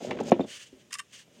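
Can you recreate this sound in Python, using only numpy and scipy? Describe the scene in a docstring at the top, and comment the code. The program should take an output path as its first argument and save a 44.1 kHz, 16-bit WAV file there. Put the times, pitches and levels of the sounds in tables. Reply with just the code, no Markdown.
"""A stiff cardboard and wood box judders into the footwell of a parked car, knocks home and rebounds.
Knocks are decaying panel modes plus a noise crack; drag, brush and hand slides are filtered grains.
The cover's edge catches in short, crisp scrapes of rasp and ring. Panel flexes, a corner's squeaks,
creasing ticks and a soft thud add detail. The padded cabin adds a short tail, over quiet outdoor air."""
import sys
import numpy as np
from scipy import signal
from scipy.io import wavfile
from scipy.ndimage import uniform_filter1d

SR = 44100
rng = np.random.default_rng(int(sys.argv[2]) if len(sys.argv) > 2 else 0)


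def materialize(psi):
    """Save the field psi as 16-bit PCM at rate SR to the path in sys.argv[1].

    A 1-D psi becomes a single channel; in a 2-D psi each row is a channel.
    """
    bounded = np.clip(np.atleast_2d(psi).T, -1, 1)
    quanta = np.round(bounded * 32767).astype(np.int16)
    wavfile.write(sys.argv[1], SR, quanta)


N = 61739
T = np.arange(N) / SR


def amp(db):
    """Decibels to gain."""
    return 10 ** (np.asarray(db) / 20)


def unit(x):
    """Scales to rms 1."""
    return x / np.sqrt(np.mean(x ** 2) + 1e-20)


def add(mix, start_s, sound):
    """Mixes a sound in at a time, in place."""
    part = mix[max(0, round(start_s * SR)):][:len(sound)]
    part += sound[:len(part)]


def colour(x, points, size=4096):
    """Causal minimum-phase filter of unit energy, its spectrum interpolated over log frequency."""
    hz, db = np.transpose(points)
    bin_hz = abs(np.fft.fftfreq(size, 1 / SR))
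    bin_db = np.interp(np.log(bin_hz + 1), np.log(hz), db)  # +1 avoids log(0)
    log_gain = np.log(amp(bin_db))
    spectrum = np.exp(np.conj(signal.hilbert(log_gain)))
    impulse = np.fft.ifft(spectrum).real[:size // 2]
    return signal.fftconvolve(x, impulse / np.linalg.norm(impulse))[:len(x)]


def highpass(x, order, hz):
    """Butterworth low cut."""
    return signal.sosfilt(signal.butter(order, hz, "high", fs=SR, output="sos"), x)


def grains(rate_per_s, spread_db):
    """Friction: random tiny slips of uneven size, levelled to a nearly steady local power."""
    size = amp(spread_db * np.minimum(rng.exponential(1, N), 4))
    size = size * rng.choice([-1., 1.], N)
    slips = size * (rng.random(N) < rate_per_s / SR)
    power = abs(uniform_filter1d(slips ** 2, size=900))
    return slips / np.sqrt(power + 1e-4)


def stroke(start_s, rise_s, hold_s, release_s):
    """Linear attack, hold and release of one rubbing contact."""
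    attack = np.clip((T - start_s) / rise_s, 0, 1)
    release = np.clip(1 - (T - start_s - rise_s - hold_s) / release_s, 0, 1)
    return attack * release


def strokes(table):
    """Sum of rubbing contacts, each at its level."""
    return sum(amp(db) * stroke(*shape) for *shape, db in table)


def ring(modes):
    """Decaying sines of a struck object; neighbouring modes swing in opposite directions."""
    t = T[:SR // 4]
    out = np.zeros(len(t))
    for k, (hz, db, t60_s) in enumerate(modes):
        decay = 1e-3 ** (t / t60_s)
        out += (-1) ** k * amp(db) * decay * np.sin(2 * np.pi * hz * t)
    return out


def resonate(x, modes):
    """Drives an object's modes, as a unit-energy response."""
    response = ring(modes)
    return signal.fftconvolve(x, response / np.linalg.norm(response))[:N]


CABIN_DELAY_S = .004


def cabin(x, t60_s, wet_db):
    """Dense, quickly dying reflections: random-sign impulses under an exponential decay."""
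    t = T[:SR // 3]
    tail = rng.choice([-1., 1.], len(t)) * (rng.random(len(t)) < .1)
    tail = tail * (t > CABIN_DELAY_S) * np.exp(-np.log(1000) * t / t60_s)
    return x + amp(wet_db) * signal.fftconvolve(x, tail / np.linalg.norm(tail))[:N]


# knocks of the box: t/s, level/dB, contact time/ms, edge crack level/dB
BOX_KNOCKS = [(0.0206, -25.5, 1.1, -70), (0.1088, -59, 0.57, -24.5), (0.1114, -24.5, 0.45, -48),
              (0.1718, -37, 0.12, -40.5), (0.1879, -34, 0.24, -35), (0.1998, -31, 1.3, -42),
              (0.2068, -20.5, 0.63, -53), (0.318, -7, 0.06, -24), (0.3233, -17.5, 0.69, -33),
              (0.3626, -19, 1.8, -73), (0.3939, -9.5, 1.17, -45), (0.4047, -6.5, 2.65, -38),
              (0.4072, -19.5, 0.98, -46.5), (0.4449, -19, 2.7, -61), (1.276, -45.5, 1.53, -81)]
# box modes: f/Hz, level/dB, t60/s
BOX_MODES = [(132.4, -22, .11), (231.6, -.7, .042), (259, -2.2, .07), (344.8, -4.5, .1), (481.8, -23, .12),
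             (538, -2.6, .058), (606.5, 1.7, .019), (665, 1.2, .03), (950, -24, .1), (1124, -18, .04),
             (1320, -33, .08)]
# edge crack spectrum: f/Hz, relative level/dB per Hz
CRACK_TONE = [(30, -12), (90, -12), (400, -30.5), (950, 8), (1300, -2), (1600, 6.5), (2300, 6), (3300, -1),
              (4500, -12.5), (7000, -22.5), (10000, -38), (16000, -53.5)]
BUILD_CYCLES, BOX_LOW_HZ = .31, 125
TRAVEL_S = .00125  # mode delay at 300 Hz
CRACK_RISE_S, CRACK_DECAY_S = 0.00072, 0.0043
CRACK_T60_S, CRACK_WET_DB = 0.11, -8


def knocks():
    """Each blow bends the panels, longer contacts ringing the high modes less; the edge adds a crack."""
    body, crack, t = np.zeros(N), np.zeros(N), T[:SR // 3]
    for start_s, db, contact_ms, crack_db in BOX_KNOCKS:
        for hz, mode_db, t60_s in BOX_MODES:
            softness = 1 / np.sqrt(1 + (2 * np.pi * hz * contact_ms / 1000) ** 2)
            build = 1 - np.exp(-(t * hz / BUILD_CYCLES) ** 2)
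            decay = np.exp(-np.log(1000) * t / t60_s)
            tone = build * decay * np.sin(2 * np.pi * hz * t)
            delay_s = TRAVEL_S * np.sqrt(300 / hz)  # low modes arrive later
            add(body, start_s + delay_s, amp(db + mode_db) * softness * tone)
        shape = (1 - np.exp(-t / CRACK_RISE_S)) * np.exp(-t / CRACK_DECAY_S)
        add(crack, start_s, amp(crack_db) * shape * rng.standard_normal(len(t)))
    body = highpass(body, 3, BOX_LOW_HZ)
    return body + cabin(colour(crack, CRACK_TONE), CRACK_T60_S, CRACK_WET_DB)


# panels sticking and letting go: centre t/s, level/dB, f/Hz
PANEL_FLEXES = [(.011, -33, 626), (.05, -24.5, 570), (0.1137, -25.5, 820), (.1145, -21.5, 560),
                (.1215, -33, 950), (.193, -37.5, 1120), (0.201, -33.5, 1110), (0.2032, -24, 400),
                (0.2101, -16.5, 422), (.2115, -20, 676), (.2205, -25, 325.4)]
FLEX_CYCLES = 1.1  # centre to 1/e


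def flexes():
    """A panel bulges and relaxes within a few cycles: a sine under a Gaussian."""
    out = np.zeros(N)
    for centre_s, db, hz in PANEL_FLEXES:
        t = T - centre_s
        out += amp(db) * np.exp(-(t * hz / FLEX_CYCLES) ** 2) * np.sin(2 * np.pi * hz * t)
    return out


# floor judder before its noise and ring gains: t/s, level/dB
DRAG_LEVEL = [(0, -41), (.025, -45), (.1, -33.5), (.15, -37.5), (.185, -38.5), (.22, -37.5), (.3, -36.5),
              (.36, -41), (.44, -40), (.49, -54), (.57, -70.5), (.71, -66.5), (.78, -61), (.88, -67),
              (1.05, -75), (1.21, -71.5), (1.33, -62.5), (1.4, -56)]
# drag noise spectrum: f/Hz, relative level/dB per Hz
DRAG_SPECTRUM = [(25, -53.5), (60, -19), (100, -7), (150, -3), (260, -0.5), (550, -2.5), (800, -9.5),
                 (1000, -22), (1350, -24.5), (2100, -28.5), (3400, -26.5), (4300, -36), (7000, -38),
                 (11000, -68.5), (16000, -75)]
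# cardboard side on the seat: start t/s, rise/s, hold/s, release/s, level/dB
SEAT_BRUSHES = [(-0.007, 0.046, 0.015, 0.064, -49), (0.107, 0.00086, .004, 0.0043, -48.5),
                (0.202, 0.00062, 0.0056, 0.012, -48), (0.237, 0.054, 0.0082, 0.0028, -44),
                (0.306, 0.0049, .004, 0.013, -52.5)]
# brush spectrum: f/Hz, relative level/dB per Hz
BRUSH_SPECTRUM = [(500, -18), (1300, -8.5), (2100, -0.5), (3400, 2.5), (4200, -4), (5000, -1), (5600, -3.5),
                  (6600, 1), (8300, -9.5), (10000, -20), (16000, -26.5)]
SLIPS_PER_S, SLIP_SPREAD_DB = 760, 0.5
SEAT_GRAINS_PER_S, SEAT_SPREAD_DB = 12000, 1.5
DRAG_RING_DB, DRAG_NOISE_DB = -7, 0


def drag():
    """Stick-slip on the floor rumbles and rings the hollow box while its side brushes the seat."""
    level_db = np.interp(T, *np.transpose(DRAG_LEVEL))
    judder = grains(SLIPS_PER_S, SLIP_SPREAD_DB) * amp(level_db)
    brush = grains(SEAT_GRAINS_PER_S, SEAT_SPREAD_DB) * strokes(SEAT_BRUSHES)
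    rumble = amp(DRAG_NOISE_DB) * colour(judder, DRAG_SPECTRUM)
    hollow = amp(DRAG_RING_DB) * resonate(judder, BOX_MODES)
    return rumble + hollow + colour(brush, BRUSH_SPECTRUM)


# corner squeaks after the rebound: start t/s, rise/s, hold/s, release/s, level/dB
CORNER_SQUEAKS = [(0.408, 0.0024, .002, 0.0077, -44), (0.411, 0.0034, 0.0037, 0.023, -60),
                  (0.436, 0.0018, .003, .012, -55)]
SQUEAK_HZ, SQUEAK_OCTAVE_DB = 3585, -18.5
SQUEAK_WAVER, SQUEAK_ROUGH = 0.012, 0.26  # rms fractions of pitch, of level


def squeaks():
    """A corner slips at a nearly steady rate: a thin, grainy tone with a faint octave."""
    waver, flutter = unit(uniform_filter1d(rng.standard_normal((2, N)), size=60))
    phase = 2 * np.pi * np.cumsum(SQUEAK_HZ * (1 + SQUEAK_WAVER * waver)) / SR
    tone = np.sin(phase) + amp(SQUEAK_OCTAVE_DB) * np.sin(2 * phase)
    return unit((1 + SQUEAK_ROUGH * flutter) * tone) * strokes(CORNER_SQUEAKS)


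# creasing cardboard: t/s, level/dB, f/Hz
CREASE_TICKS = [(0.2037, -48, 6370), (0.2351, -45.5, 6860), (0.3103, -43, 6120), (0.4028, -55, 4350),
                (.4105, -56, 7000), (.4302, -56, 4460)]
TICK_DECAY_S, TICK_Q = 0.0033, 18


def ticks():
    """Each crease gives a tiny snap: decaying noise through a resonance at its own pitch."""
    out, t = np.zeros(N), T[:SR // 30]
    for start_s, db, hz in CREASE_TICKS:
        snap = signal.lfilter(*signal.iirpeak(hz, TICK_Q, fs=SR), rng.standard_normal(len(t)))
        add(out, start_s, amp(db) * unit(snap) * np.exp(-t / TICK_DECAY_S))
    return out


# soft thud on the car floor: t/s, level/dB
FLOOR_THUDS = [(.727, -42)]
# floor modes: f/Hz, level/dB, t60/s
FLOOR_MODES = [(45, -8, .15), (85, -14, .16), (135, -16, .12), (262, -4, .19), (380, -4.5, .14),
               (535, -11, .09)]


def thuds():
    """The box's weight settles on the car floor, ringing its modes."""
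    out = np.zeros(N)
    for start_s, db in FLOOR_THUDS:
        add(out, start_s, amp(db) * ring(FLOOR_MODES))
    return out


# hands on the cover: start t/s, rise/s, hold/s, release/s, level/dB
HAND_SLIDES = [(0.455, 0.056, 0.061, 0.018, -45), (0.575, 0.027, 0.033, 0.02, -48),
               (0.646, 0.017, 0.0099, 0.021, -55.5), (0.675, 0.017, 0.063, 0.061, -69),
               (.78, 0.023, .012, 0.027, -63.5), (1.087, 0.031, 0.015, 0.018, -62.5),
               (1.123, 0.014, 0.017, 0.046, -49), (1.171, 0.026, 0.0073, 0.04, -52),
               (1.301, 0.048, .05, 0.064, -65.5)]
# slide spectrum: f/Hz, relative level/dB per Hz
SLIDE_SPECTRUM = [(300, -15), (560, -9), (850, -21.5), (1100, -9.5), (1330, -12.5), (1650, -1), (2200, -2),
                  (2450, -3), (2950, 5), (3900, -4.5), (4700, -3), (5400, -5.5), (6300, -1.5), (7900, -7),
                  (9300, -9.5), (10600, -25), (16000, -26.5)]
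GRAINS_PER_S, GRAIN_SPREAD_DB = 19000, 2.5


def slides():
    """Fine friction of skin on cardboard."""
    friction = grains(GRAINS_PER_S, GRAIN_SPREAD_DB) * strokes(HAND_SLIDES)
    return colour(friction, SLIDE_SPECTRUM)


# cover edge catching: start t/s, rise/s, hold/s, release/s, rasp level/dB, ring level/dB, edge f/Hz
EDGE_SCRAPES = [(0.906, 0.00046, .007, .012, -58.5, -51.5, 7320),
                (0.921, 0.0012, 0.0012, 0.0052, -49.5, -63, 2814),
                (0.927, 0.00058, .0012, 0.0018, -33, -67, 7400),
                (0.9294, 0.00079, 0.0022, .003, -33.5, -47, 1900),
                (0.9375, 0.0028, .001, 0.0032, -31.5, -53, 5180),
                (0.94, .002, 0.0044, 0.015, -39.5, -58, 8920),
                (0.951, 0.00087, .001, 0.0081, -52, -40, 1030),
                (0.969, 0.0026, 0.019, 0.0069, -58, -63, 7100),
                (.985, 0.00055, 0.00078, .004, -42.5, -66, 7300),
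                (.986, 0.0079, 0.00875, 0.0011, -39.5, -37, 8430)]
# rasp spectrum: f/Hz, relative level/dB per Hz
RASP_SPECTRUM = [(300, -46), (750, -23), (980, 2.5), (1400, -4.5), (1900, 6), (2800, 7.5), (3500, -1.5),
                 (4100, -5.5), (5150, 6.5), (6200, 2), (7300, 3.5), (8400, 1), (9300, 3), (11000, -10.5),
                 (16000, -24)]
# cover modes: f/Hz, relative level/dB, t60/s
COVER_MODES = [(985, -15, .03), (1165, -3, .03), (1526, 0, .033), (1850, -2, .022), (2280, -1, .028),
               (2730, -2, .022), (3120, -3, .015), (3592, -2, .02)]
SNAPS_PER_S, SNAP_SPREAD_DB = 12000, 1.5
EDGE_Q, EDGE_DB, COVER_LOW_HZ = 31, 3.5, 965


def scrapes():
    """Snapping fibres rasp, flick the edge and ring the stiff cover, too small to radiate bass."""
    snaps = grains(SNAPS_PER_S, SNAP_SPREAD_DB)
    rasp, push = np.zeros(N), np.zeros(N)
    for *shape, rasp_db, ring_db, hz in EDGE_SCRAPES:
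        burst = snaps * stroke(*shape)
        flick = signal.lfilter(*signal.iirpeak(hz, EDGE_Q, fs=SR), burst)
        rasp += amp(rasp_db) * (burst + amp(EDGE_DB) * flick)
        push += amp(ring_db) * burst
    sound = colour(rasp, RASP_SPECTRUM) + resonate(push, COVER_MODES)
    return highpass(sound, 14, COVER_LOW_HZ)


# still outdoor air spectrum: f/Hz, relative level/dB per Hz
AIR_SPECTRUM = [(20, -18), (60, -2.5), (130, 2.5), (300, -9), (800, -17.5), (1500, -17), (3000, -12),
                (4300, -21.5), (6500, -16.5), (10000, -28), (16000, -34)]
AIR_DB = -63.5


def air():
    """Still outdoor air: steady coloured noise."""
    return amp(AIR_DB) * colour(rng.standard_normal(N), AIR_SPECTRUM)


BOX_T60_S, BOX_WET_DB = .1, -22
COVER_T60_S, COVER_WET_DB = .1, -14.5


def scene():
    """Box and cover in the cabin, over quiet air."""
    box = knocks() + flexes() + drag() + squeaks() + ticks() + thuds()
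    box = cabin(box, BOX_T60_S, BOX_WET_DB)
    cover = cabin(slides() + scrapes(), COVER_T60_S, COVER_WET_DB)
    return (box + cover + air())[None]


MIC_LOW_HZ, BAND_LIMIT_HZ = 110, 16250


def record(dry):
    """The microphone's bass roll-off, then the band limit."""
    thin = highpass(dry, 2, MIC_LOW_HZ)
    lowpass = signal.firwin(511, BAND_LIMIT_HZ, window=("kaiser", 9), fs=SR)
    return signal.oaconvolve(thin, lowpass[None], "same")


dry = scene()
out = record(dry)
materialize(out)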